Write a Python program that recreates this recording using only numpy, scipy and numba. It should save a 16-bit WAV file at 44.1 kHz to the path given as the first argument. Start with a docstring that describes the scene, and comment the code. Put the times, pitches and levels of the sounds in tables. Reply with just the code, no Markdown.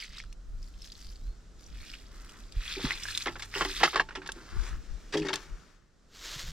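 """Water is emptied in spells from a big thin plastic bottle over a dry flower bed, a metre or two away.
The stream is thousands of tiny rising rings plus fine spray; each fat drop is a bubble ring with smaller
bubbles and a short splash. The squeezed bottle crackles in runs of clicks through its wall rings, then its
base crunches and knocks hollowly as it is set down. A hand sweeps loose earth: dense coloured clicks.
Filtered noise makes the wind at the microphone and the hush; a far bird whistles twice, as rising sines."""
import sys
import numpy as np
from scipy import signal
from scipy.fft import rfft, irfft, next_fast_len
from scipy.io import wavfile
from scipy.ndimage import uniform_filter1d, map_coordinates
from numba import njit

SR = 44100
rng = np.random.default_rng(int(sys.argv[2]) if len(sys.argv) > 2 else 0)


def master(y):
    """Save y as 16-bit WAV."""
    cut = np.clip(np.atleast_2d(y).T, -1, 1)
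    pcm = np.round(cut * 32767)  # scale
    wavfile.write(sys.argv[1], SR, pcm.astype(np.int16))


N = 287521
T = np.arange(N) / SR  # s
SWELL_DB = 22  # a movement gains this much over its rise and loses it again over its release


def undb(db):
    """Decibels to gain."""
    return 10 ** (np.asarray(db) / 20)


def unit(x):
    """Scale to rms 1."""
    return x / np.sqrt(np.mean(x ** 2) + 1e-20)


def curve(rows, axis=1):
    """One column of a table, joined by straight lines in time."""
    rows = np.array(rows)
    return np.interp(T, rows[:, 0], rows[:, axis])


def colour(x, points, tilt_db=0):
    """Causal minimum-phase filter from (Hz, dB) points, tilted around 1500 Hz by dB per octave."""
    size = next_fast_len(len(x) + 4096, True)
    octave = np.log2(np.maximum(np.fft.rfftfreq(size, 1 / SR), 1))
    hz, db = np.transpose(points)
    shape = np.interp(octave, np.log2(hz), db)
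    shape = shape + tilt_db * np.clip(octave - np.log2(1500), -2, 2)
    # folding the cepstrum forward in time makes the filter causal
    cepstrum = irfft(np.log(undb(shape)), size)
    cepstrum[1:size // 2] *= 2
    cepstrum[size // 2 + 1:] = 0
    return irfft(rfft(x, size) * np.exp(rfft(cepstrum)), size)[:len(x)]


def add(track, s, x):
    """Mix a sound into a track at time s."""
    i = max(int(s * SR), 0)
    track[i:i + len(x)] += x[:len(track) - i]


def ring(hz, t60, glide=0):
    """A damped ring of peak 1 that swells over its first cycle; its pitch may glide."""
    t = T[:int(1.3 * t60 * SR) + 64]
    attack = 1 - np.exp(-2 * hz * t)
    decay = np.exp(-np.log(1000) * t / t60)
    y = np.sin(2 * np.pi * hz * t * (1 + glide * t / t60 / 2)) * decay * attack
    return y / np.abs(y).max()


def walk(rate):
    """Slow chance: random levels held 1 / rate s and slewed twice."""
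    k = int(SR / rate)
    steps = np.repeat(rng.standard_normal(N // k + 1), k)
    return 1.57 * uniform_filter1d(uniform_filter1d(steps, k), k)[:N]


def clicks(count, rate, spread_db):
    """Random clicks, many small and a few large; rate is per second."""
    size = undb(spread_db * np.minimum(rng.exponential(size=count), 4))
    return (rng.random(count) < rate / SR) * rng.choice([-1, 1], count) * size


@njit
def grains(kicks, hz, cycles, glide):
    """Each kick swells, rings for a few cycles and rises in pitch, like a tiny bursting bubble."""
    out = np.zeros(len(kicks))
    for i in np.nonzero(kicks)[0]:
        length = int(cycles[i] * SR / hz[i])
        for j in range(min(length, len(out) - i)):
            age, turn = j / length, hz[i] * j / SR
            envelope = np.exp(-6 * age) * (1 - np.exp(-2 * turn))
            out[i + j] += kicks[i] * envelope * np.sin(2 * np.pi * turn * (1 + glide * age))
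    return out


def swell(s, rise, hold, release, db):
    """Gain of one movement: it rises to its level at time s, holds, dies away and stops."""
    below = np.maximum(s - T, 0) / rise + np.maximum(T - s - hold, 0) / release
    below = np.minimum(below, 2)
    return undb(db - SWELL_DB * below) * np.clip(2 - below, 1e-4, 1) ** 2


def rustle(moves, points, rate, spread_db):
    """Dense small contacts whose strength follows a few movements."""
    gain = np.sqrt(sum(swell(*move) ** 2 for move in moves))
    return unit(colour(clicks(N, rate, spread_db), points)) * gain * undb(0.43 * walk(30))


def spread(points, side_db):
    """Coloured noise, partly shared by both ports."""
    mid, side = (unit(colour(rng.standard_normal(N), points)) for _ in range(2))
    return mid + undb(side_db) * side * np.array([[1], [-1]])


# Tips of the bottle. Each row: full flow from in seconds, rise, hold and release in seconds,
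# relative level in dB, central splash pitch in Hz, fine spray relative to that level in dB.
POURS = [(0.01, 0.086, 0.036, .14, -47.5, 3410, -14), (0.167, .1, 0.027, .1, -48, 3325, -21),
         (0.6, 0.054, 0.16, 0.18, -69, 5000, -1.5), (0.834, 0.18, 0.23, 0.38, -59.5, 4400, -5),
         (1.584, .06, 0.085, .3, -67.5, 4400, -0.5), (1.852, 0.22, .1, 0.16, -50.5, 3000, -7.5),
         (2.16, 0.25, 0.25, 0.34, -62.5, 3440, -1), (2.679, .15, 0.23, 0.15, -38.5, 2820, -12),
         (3.024, 0.21, 0.18, 0.19, -43.5, 3300, -5.5), (3.4, 0.065, 0.047, 0.17, -56.5, 2460, -0.5),
         (3.549, 0.058, .33, .16, -40, 2820, -8.5)]


def pouring():
    """The pours run into each other; returns the gain, splash pitch and spray dB of the stream."""
    power = np.array([swell(*pour[:5]) ** 2 for pour in POURS])
    total = power.sum(axis=0)
    pitch, spray_db = np.array(POURS)[:, 5:].T @ power / total  # the loudest pour dominates
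    return np.sqrt(total), pitch, spray_db


# Tone of droplets bursting on soil. Each row: frequency in Hz, gain in dB.
SPLASH_COLOUR = [(300, -19), (800, -15.5), (1200, -2.5), (1700, -1.5), (3000, -1.5), (5200, 5),
                 (6500, -1.5), (9000, -3.5), (16000, -16)]
# Tone of the fine spray. Each row: frequency in Hz, gain in dB.
SPRAY_COLOUR = [(300, -23.5), (900, -4), (1600, 4.5), (3000, -2.5), (5200, 3), (7200, 3), (10000, -4.5),
                (12500, -1.5), (16000, -12)]


def stream(gain, pitch, fine_db, octaves=0.59, cycles=6, glide=0.21, surge_db=1.5,
           thinning=0.46, width_db=-4, full_db=-40):
    """Droplets and fine spray burst on the soil; a weak trickle thins out. Returns middle and side."""
    flow = np.clip(gain / undb(full_db), .03, 1) ** thinning  # share of the full grain rate
    hz = np.clip(pitch * 2 ** (octaves * rng.standard_normal(N)), 600, 15000)
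    lengths = cycles * np.exp(0.32 * rng.standard_normal(N))
    bursts = grains(clicks(N, rate=4000 * flow, spread_db=4.0), hz, lengths, glide)
    patter = unit(colour(bursts * np.sqrt(hz / flow), SPLASH_COLOUR))  # short high grains strike harder

    def fine_spray(tilt_db):
        """A dense hiss of single clicks."""
        specks = clicks(N, rate=5000 * flow, spread_db=7.0) / np.sqrt(flow)
        return undb(fine_db) * unit(colour(specks, SPRAY_COLOUR, tilt_db))

    middle = patter + fine_spray(tilt_db=0)
    side = undb(width_db) * fine_spray(tilt_db=2.5)
    return np.array([middle, side]) * gain * undb(surge_db * walk(45))


def stray_drops(gain, pitch, rate=50, size_db=1, follow=0.98, octaves=.45, cycles=18, glide=0.13):
    """Middling drops break off the stream at random; their strength follows the stream."""
    hz = np.clip(pitch * 2 ** (octaves * rng.standard_normal(N)), 1000, 9000)
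    kicks = clicks(N, rate, spread_db=2.0) * undb(size_db) * gain ** follow
    return grains(kicks, hz, cycles * np.exp(0.44 * rng.standard_normal(N)), glide)


# The fattest drops. Each row: start in seconds, relative level in dB, starting pitch in Hz,
# ring time (60 dB decay) in seconds.
DROPS = [(0.0246, -33, 2200, 0.029), (0.037, -32, 4100, 0.0078), (0.1693, -33.5, 3760, .012),
         (0.184, -30, 4860, .008), (0.2012, -29, 2170, 0.013), (0.2387, -40.5, 1500, 0.006),
         (0.628, -43, 5200, .011), (0.8195, -37, 5300, 0.018), (0.9196, -33.5, 4700, 0.018),
         (0.953, -40, 4270, .012), (1.1583, -43, 4570, 0.0086), (1.6636, -42.5, 5740, .016),
         (1.939, -27.5, 2680, 0.0047), (2.6786, -24, 3360, 0.0094), (2.7583, -28, 2330, .014),
         (2.9074, -14, 1900, 0.0076), (2.918, -20.5, 2060, 0.019), (3.0353, -23, 5400, .005),
         (3.054, -25.5, 1605, .025), (3.085, -26, 1680, 0.028), (3.1503, -18, 3690, 0.0067),
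         (3.1754, -17.5, 3730, 0.0027), (3.2222, -21, 4200, 0.0035), (3.5403, -22.5, 1860, 0.0049),
         (3.7658, -24.5, 3620, 0.0079)]


def drops(splash_db=-11, splash_s=0.0022, glide=0.092, gain_db=-2, satellite_db=-10,
          satellite_s=0.0038, count=5):
    """A fat drop rings a bubble, sheds smaller ones and throws up a short splash near its pitch."""
    out, t = np.zeros(N), T[:2000]
    chances = rng.random((len(DROPS), count, 2))
    for (s, db, hz, t60), chance in zip(DROPS, chances):
        add(out, s, undb(db + gain_db) * ring(hz, t60, glide))
        for late, pitch in chance:
            bubble = ring(hz * 2 ** (1.3 * pitch - .5), 0.0044, glide)
            add(out, s + 2 * late * satellite_s, undb(db + satellite_db - 12 * late) * bubble)
        splash = rng.standard_normal(len(t)) * np.exp(-t / splash_s)
        band = [(hz / 4, -28), (hz * 0.46, 0), (hz * 1.2, -1), (hz * 2.3, -9), (hz * 6, -24)]
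        add(out, s, undb(db + splash_db) * colour(splash, band))
    return out


# Ringing of the bottle wall. Each row: mode in Hz, width in Hz, gain in dB.
WALL = [(161.3, 27, -11.5), (343, 80, -2), (444, 140, -9), (807, 110, 1.5), (880.5, 10, -2), (1090, 70, 4),
        (1336, 44, -1.5), (1724, 117, 2.5), (1860, 70, 0), (1990, 140, -1), (2203, 82, -7), (2660, 58, -3),
        (2790, 56, -9.5), (3204, 85, -6), (3180, 70, -18), (3500, 200, -23.5), (4420, 77, -24),
        (5430, 790, -21)]


def wall_response(t):
    """Impulse response of the thin wall: damped modes, wider ones dying sooner, in alternating sign."""
    out = np.zeros(len(t))
    for k, (hz, width, db) in enumerate(WALL):
        strength = undb(db) * 2 * np.pi * width / SR * (-1) ** k
        out += strength * np.exp(-np.pi * width * t) * np.cos(2 * np.pi * hz * t)
    return out


# The bottle wall buckles; the rows after 5 s are the base crunching on gritty soil as it is set down.
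# Each row: start in seconds, relative snap level in dB, snap pitch in Hz,
# relative crackle level in dB, crackle length (40 dB decay) in seconds, crackle tilt in dB per octave.
BUCKLES = [(2.791, -48, 780, -41.5, 0.092, -9), (2.848, -34, 1000, -39.5, 0.27, -4),
           (3.258, -35, 1540, -27, 0.045, -3), (3.266, -27, 1250, -26.5, 0.067, -3),
           (3.281, -21.5, 2060, -36.5, 0.084, -6), (3.356, -31.5, 1470, -37, .047, -3),
           (3.395, -34, 1660, -35.5, 0.034, 2), (3.422, -29, 2160, -33.5, 0.051, 4),
           (3.552, -25.5, 2760, -34.5, 0.27, -5), (3.609, -17, 1146, -22, 0.064, -4),
           (3.648, -43, 1970, -23.5, 0.026, -0.5), (3.804, -30, 1120, -28, 0.15, -3.5),
           (3.832, -11.5, 1950, -14.5, .055, 0), (3.834, -9.5, 814, -19, .04, -.5),
           (3.847, -20.5, 1410, -19, .04, -0.5), (3.878, -19, 1320, -42, .013, 3),
           (3.931, -30, 1190, -32.5, .17, -2), (3.958, -13.5, 1170, -20.5, 0.069, -2.5),
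           (3.997, -8.5, 1694, -23, 0.026, -3), (4.001, -15.5, 1100, -21.5, 0.037, -3),
           (4.088, -34, 1480, -38.5, 0.036, -2), (4.108, -32.5, 1480, -47, 0.12, -3.5),
           (4.152, -33, 1980, -32, 0.068, -0.5), (4.218, -35, 1530, -47, 0.2, -2.5),
           (4.259, -40, 950, -38, 0.052, 0.5), (4.29, -24, 1610, -32.5, 0.029, -1),
           (5.124, -45, 4870, -33, 0.053, 0), (5.136, -37, 1880, -26.5, 0.056, -0.5),
           (5.171, -28, 3250, -35, 0.09, 5.5), (5.22, -33, 2590, -40.5, 0.086, 0),
           (5.249, -35, 1880, -38, .06, 1.5), (5.265, -31.5, 1870, -34, 0.059, 0),
           (5.285, -26.5, 3720, -28, 0.08, -2), (5.305, -27.5, 914, -41, .067, -5.5),
           (5.33, -25, 3190, -27, 0.083, -0.5)]
# Direct sound of the creases. Each row: frequency in Hz, gain in dB.
CRACKLE_COLOUR = [(100, -15.5), (300, -11.5), (600, -6), (900, -0.5), (2000, -7), (3500, -5), (5300, -13),
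                  (7000, -15.5), (10000, -30), (13000, -38), (16000, -33.5)]
# Ring of a snap. Each row: ratio to the snap pitch, gain in dB.
SNAP_MODES = [(0.662, -15.5), (0.999, -1), (1.65, -12)]


def buckles_and_crunches(rate=1800, spread_db=4, wall_db=1):
    """A snap rings and a run of small creases, or of grit under the base, rings the wall and dies away."""
    out, t = np.zeros(N), T[:8192]
    wall = wall_response(t)
    for s, snap_db, hz, crackle_db, length, tilt_db in BUCKLES:
        fade = np.exp(-np.log(100) * t / length) * (1 - np.exp(-t / 0.00079))
        creases = clicks(len(t), rate, spread_db) * fade
        wall_ring = signal.fftconvolve(creases, wall)[:len(t)]
        crackle = colour(creases, CRACKLE_COLOUR) + undb(wall_db) * wall_ring
        crackle = colour(crackle, [(100, -4.0), (5500, 3.5), (7500, -3), (15000, -12.5)], tilt_db)
        add(out, s, undb(crackle_db) * unit(crackle) * np.sqrt(np.mean(fade ** 2)))
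        for ratio, mode_db in SNAP_MODES:
            mode = ring(hz * ratio, 0.015 + 8 / (hz * ratio), glide=-0.065)
            add(out, s, undb(snap_db + mode_db) * mode)
    return out


# Dry ticks of the plastic. Each row: start in seconds, relative level in dB.
TICKS = [(0.3265, -31.5), (2.2934, -29), (2.5227, -30.5), (3.1755, -8.5), (4.275, -24.5), (4.319, -16.5),
         (5.339, -13), (5.357, -14.5)]


def ticks(decay_s=0.0017, gain_db=-5):
    """Tiny bright snaps of the plastic: bursts of fast-decaying noise."""
    out, t = np.zeros(N), T[:600]
    for s, db in TICKS:
        add(out, s, undb(db + gain_db) * rng.standard_normal(len(t)) * np.exp(-t / decay_s))
    return colour(out, [(600, -29), (2500, -2), (5000, 1), (8000, -6.0), (15000, -21)])


# Blows that make the whole bottle boom. Each row: start in seconds, relative level in dB, pitch ratio.
KNOCKS = [(2.767, -34.5, 0.95), (3.265, -38.5, .84), (3.563, -35, 0.92), (3.65, -33, 0.94),
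          (3.938, -34, 0.96), (4.175, -37, 0.93), (4.36, -43.5, .8), (5.14, -23.5, 1.0),
          (5.154, -18.5, 1.016), (5.178, -30.5, .98), (5.248, -26, .94), (5.314, -35.5, .96)]
# Boom of the hollow body. Each row: mode in Hz at pitch ratio 1, gain in dB, 60 dB decay in seconds.
BODY = [(157, -19, 0.73), (312.9, -5, 0.29), (406, 0, 0.27), (893, -16, 0.071)]
# Tone of water slapping inside. Each row: frequency in Hz, gain in dB.
SLAP_COLOUR = [(80, -28.5), (160, -12.5), (330, 2), (450, 0), (600, -9.5), (850, -9), (1300, -22.5),
               (3000, -46.5)]


def knocks(slap_db=-12, slap_s=0.021, boom_db=-5):
    """The hollow bottle booms when it flexes or meets the ground, and water slaps inside it."""
    boom, slap, t = np.zeros(N), np.zeros(N), T[:8192]
    for s, db, ratio in KNOCKS:
        for hz, mode_db, t60 in BODY:
            add(boom, s, undb(db + mode_db + boom_db) * ring(hz * ratio, t60))
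        add(slap, s, undb(db + slap_db) * np.exp(-t / slap_s) * (1 - np.exp(-t / 0.0014)))
    boom *= undb(2.96 * walk(130))  # the moving water makes the boom uneven
    return boom + slap * unit(colour(rng.standard_normal(N), SLAP_COLOUR))


# Dull thumps of hands on the bottle and on the earth. Each row: start in seconds, relative peak in dB,
# pitch in Hz, 60 dB decay in seconds.
THUMPS = [(2.562, -31.5, 77, 0.046), (2.842, -22, 257, .044), (2.843, -28, 146, .09),
          (4.565, -31.5, 97, 0.072), (6.36, -39.5, 129.5, 0.044), (6.439, -44, 124, 0.11),
          (6.485, -44, 150, 0.11)]


def thumps():
    """Hands thump dully: single low rings, heavily damped."""
    out = np.zeros(N)
    for s, db, hz, t60 in THUMPS:
        add(out, s, undb(db) * ring(hz, t60))
    return out


# Water swills inside the tilted bottle. Each row: full level from in seconds,
# rise, hold and release in seconds, relative level in dB.
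SWILLS = [(2.12, 0.12, 0.3, .12, -61), (4.39, 0.091, 0.0086, 0.059, -48.5), (4.49, 0.092, .23, 0.17, -51),
          (5.38, 0.09, 0.023, 0.42, -53.5), (5.56, .1, .02, .25, -60.5)]
# Tone of the swilling. Each row: frequency in Hz, gain in dB.
SWILL_COLOUR = [(150, -51.5), (350, 3.5), (600, -23), (900, -7.5), (1350, 0.5), (1750, -3.5), (2400, -14),
                (5000, -29.5), (15000, -56)]


def swill():
    """Water swills round inside the bottle: dense equal clicks in a hollow tone, swaying in level."""
    return undb(-2 + 2.2 * walk(22)) * rustle(SWILLS, SWILL_COLOUR, rate=1400, spread_db=0)


# The open bottle hums. Each row: full level from in seconds, rise, hold and release in seconds,
# relative level in dB.
HUMS = [(3.078, .15, 0.49, 0.36, -57)]


def hum(neck_hz=102.3, waver=.025, flicker_db=1.5):
    """The air in the nearly empty bottle hums at its neck: a low sine, unsteady in pitch and level."""
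    phase = 2 * np.pi * np.cumsum(neck_hz * (1 + waver * walk(25))) / SR
    return unit(np.sin(phase)) * sum(swell(*row) for row in HUMS) * undb(flicker_db * walk(18))


# Sleeves and gloves brush as the bottle is carried off. Each row: full level from in seconds,
# rise, hold and release in seconds, relative level in dB.
BRUSHES = [(4.36, 0.19, 0.13, .3, -57.5), (4.85, 0.17, 0.4, .3, -62), (4.63, 0.19, 0.058, 0.12, -48),
           (5.405, 0.24, 0.019, 0.18, -53.5), (5.55, .1, 0.16, 0.25, -67.5)]
# Tone of the brushing cloth. Each row: frequency in Hz, gain in dB.
SLEEVE_COLOUR = [(200, -6), (700, -2.5), (1800, 3), (3000, -2), (5500, -2), (7500, -8.5), (10000, -15.5),
                 (15500, -18.5)]


def sleeves():
    """Sleeves and gloves brush: a dense rustle of small contacts."""
    return rustle(BRUSHES, SLEEVE_COLOUR, rate=5600, spread_db=3.5)


# Where the bottle is. Each row: time in seconds, left minus right level in dB,
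# lag of the left port in samples.
PLACE = [(0, 0.5, 0), (0.8, 2.5, 0.041), (2.0, 0.5, 1.27), (3.0, 0, 1.32), (4.3, -1, 1.5), (4.7, 2.5, 0.94),
         (5.1, 1.5, 0), (5.8, 9, 0.041)]


def place(x):
    """Two microphone ports hear the bottle with a level difference and a lag."""
    pan_db, lag = curve(PLACE), curve(PLACE, axis=2)
    late = map_coordinates(x, [np.arange(N) - lag], order=3)
    return np.array([late * undb(pan_db / 2), x * undb(-pan_db / 2)])


# Tone thrown back by the surroundings. Each row: frequency in Hz, gain in dB.
SCATTER_COLOUR = [(200, -10.5), (1000, -1.5), (3000, 11), (6000, 11.5), (10000, 18), (15000, 1)]


def scatter(x, wet_db=-16, decay_s=0.0044, shift_rate=9, count=5):
    """Ground, steps and planks throw back a short bright smear, different per port and shifting."""
    t, bright, out = T[:1500], colour(x, SCATTER_COLOUR)[None], 0
    shares = np.array([walk(shift_rate) for _ in range(count)])
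    shares /= np.sqrt(np.sum(shares ** 2, axis=0))  # the shifting mix keeps its total power
    for share in shares:
        echoes = rng.standard_normal((2, len(t))) * np.exp(-t / decay_s)
        echoes /= np.sqrt(np.sum(echoes ** 2, axis=1, keepdims=True))
        out = out + signal.oaconvolve(bright * share, echoes, axes=1)[:, :N]
    return undb(wet_db) * out


# A hand sweeps loose earth. Each row: full level from in seconds, rise, hold and release in seconds,
# relative level in dB.
SWEEPS = [(6.16, 0.066, 0.07, .2, -51), (6.255, 0.096, 0.097, 0.14, -42),
          (6.395, 0.042, 0.012, 0.11, -39.5), (6.47, 0.026, 0.026, .1, -46)]
# Tone of the swept earth. Each row: frequency in Hz, gain in dB.
SWEEP_COLOUR = [(180, -40.5), (300, -8.5), (808, -13.5), (1070, -7.5), (1840, -4), (2400, -7.5),
                (3630, -1.5), (7250, -8), (8420, -14), (11100, -20), (12300, -14.5), (15500, -23.5)]


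def earth():
    """A hand sweeps loose earth: dense collisions of grains."""
    return rustle(SWEEPS, SWEEP_COLOUR, rate=7000, spread_db=3.5)


# The light breeze between gusts. Each row: time in seconds, relative level in dB.
BREEZE = [(0, -56), (.7, -50), (4.4, -47), (5.6, -50.5), (5.9, -63), (6.3, -49), (6.52, -46)]
# Gusts on the microphone. Each row: centre in seconds, half length (to 1/e) in seconds,
# relative level at both ports in dB, relative level of the eddy at the left port in dB.
GUSTS = [(0.123, 0.047, -41, -68), (.28, 0.047, -40.5, -65), (0.545, 0.12, -39, -43),
         (1.092, 0.05, -42.5, -48), (1.27, 0.061, -35.5, -45), (1.773, 0.076, -38.5, -45),
         (2.582, .025, -26.5, -46), (2.875, 0.028, -31.5, -52), (4.585, 0.05, -35, -23),
         (4.749, 0.055, -31.5, -31), (4.93, 0.043, -46, -32.5), (5.532, 0.035, -43.5, -38),
         (6.493, 0.083, -35, -74.5)]
# Tone of the wind rumble. 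Each row: frequency in Hz, gain in dB.
WIND_COLOUR = [(15, -11), (25, -0.5), (42, 2), (60, -12.5), (85, -16.5), (130, -35), (220, -39),
               (500, -65.5)]
# Tone of the wind flutter. Each row: frequency in Hz, gain in dB.
FLUTTER_COLOUR = [(30, -22), (70, -2.5), (110, 0), (180, -1.5), (300, -23), (600, -45)]


def wind(waver_db=2, eddy_db=-7, flutter_db=-40, flutter_follow=0.53, eddy_flutter_db=-19):
    """Breeze and gusts press on both ports alike and flutter more as they grow; eddies catch the left."""
    both = undb(curve(BREEZE) + waver_db * walk(8.4))
    left = both * undb(eddy_db)
    for s, length, both_db, left_db in GUSTS:
        gust = np.exp(-((T - s) / length) ** 2)
        both = np.hypot(both, undb(both_db) * gust)
        left = np.hypot(left, undb(left_db) * gust)
    rumble = spread(WIND_COLOUR, side_db=-22.5) * both
    flutter = spread(FLUTTER_COLOUR, side_db=-16.5) * undb(flutter_db) * both ** flutter_follow
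    low, high = (unit(colour(rng.standard_normal(N), points)) for points in (WIND_COLOUR, FLUTTER_COLOUR))
    eddy = (low + undb(eddy_flutter_db) * high) * left
    return rumble + flutter + np.array([[1], [0]]) * eddy


# Rising bird whistles. Each row: start in seconds, length in seconds, start and end pitch in Hz,
# relative level in dB.
WHISTLES = [(.235, .135, 3450, 4480, -70), (1.17, .215, 3300, 4550, -67)]


def bird():
    """A far, thin whistle that rises and levels off, wavering on its way through the trees."""
    out = np.zeros(N)
    for s, length, start_hz, end_hz, db in WHISTLES:
        age = np.linspace(0, 1, int(length * SR))
        hz = start_hz + (end_hz - start_hz) * age ** 0.59
        hz = hz * (1 + 0.0027 * walk(440)[:len(age)])
        add(out, s, undb(db) * np.sin(np.pi * age) * np.sin(2 * np.pi * np.cumsum(hz) / SR))
    return out * undb(1.2 * walk(90))


# Open-air hush. 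Each row: time in seconds, relative level in dB.
AIR = [(0, -63.5), (1.5, -61), (2.3, -59), (5.0, -58), (5.6, -59), (5.85, -71), (6.2, -62), (6.52, -68)]
# Tone of the hush. Each row: frequency in Hz, gain in dB.
AIR_COLOUR = [(60, -7), (100, -11), (180, -4), (320, -6.5), (650, -15), (950, -20), (1350, -14.5),
              (2400, -26), (5300, -23), (7400, -25.5), (9000, -31.5), (12500, -42.5), (15500, -59.5)]


def hush():
    """Open-air hush: coloured noise, wide across the ports; it dips between pouring and sweeping."""
    return spread(AIR_COLOUR, side_db=-6.5) * undb(curve(AIR))


def scene():
    """Water and bottle share one moving place, going off to the left; earth is swept straight ahead."""
    gain, pitch, spray_db = pouring()
    patter, wide = stream(gain, pitch, spray_db)
    water = patter + stray_drops(gain, pitch) + drops() + swill()
    bottle = buckles_and_crunches() + ticks() + knocks() + thumps() + hum()
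    near = water + bottle + sleeves()
    bed = place(near) + np.array([[1], [-1]]) * wide + scatter(near)
    return bed + earth() + wind() + bird() + hush()


# Tone of the left port. Each row: frequency in Hz, gain in dB.
LEFT_PORT = [(100, -1.5), (7500, 0), (10000, -9), (12500, -10), (16000, -13.5)]


def record(dry, mono_s=6.08, close_s=0.042, top_hz=15800):
    """The left port is duller than the right; the image closes to mono for the sweeping; a steep top cut."""
    ports = np.array([colour(dry[0], LEFT_PORT), dry[1]])
    closing = np.clip((T - mono_s) / close_s, 0, 1)
    ports = ports + closing * (ports.mean(axis=0) - ports)
    return signal.sosfilt(signal.ellip(10, .2, 80, top_hz, fs=SR, output="sos"), ports)


dry = scene()
out = record(dry)
master(out)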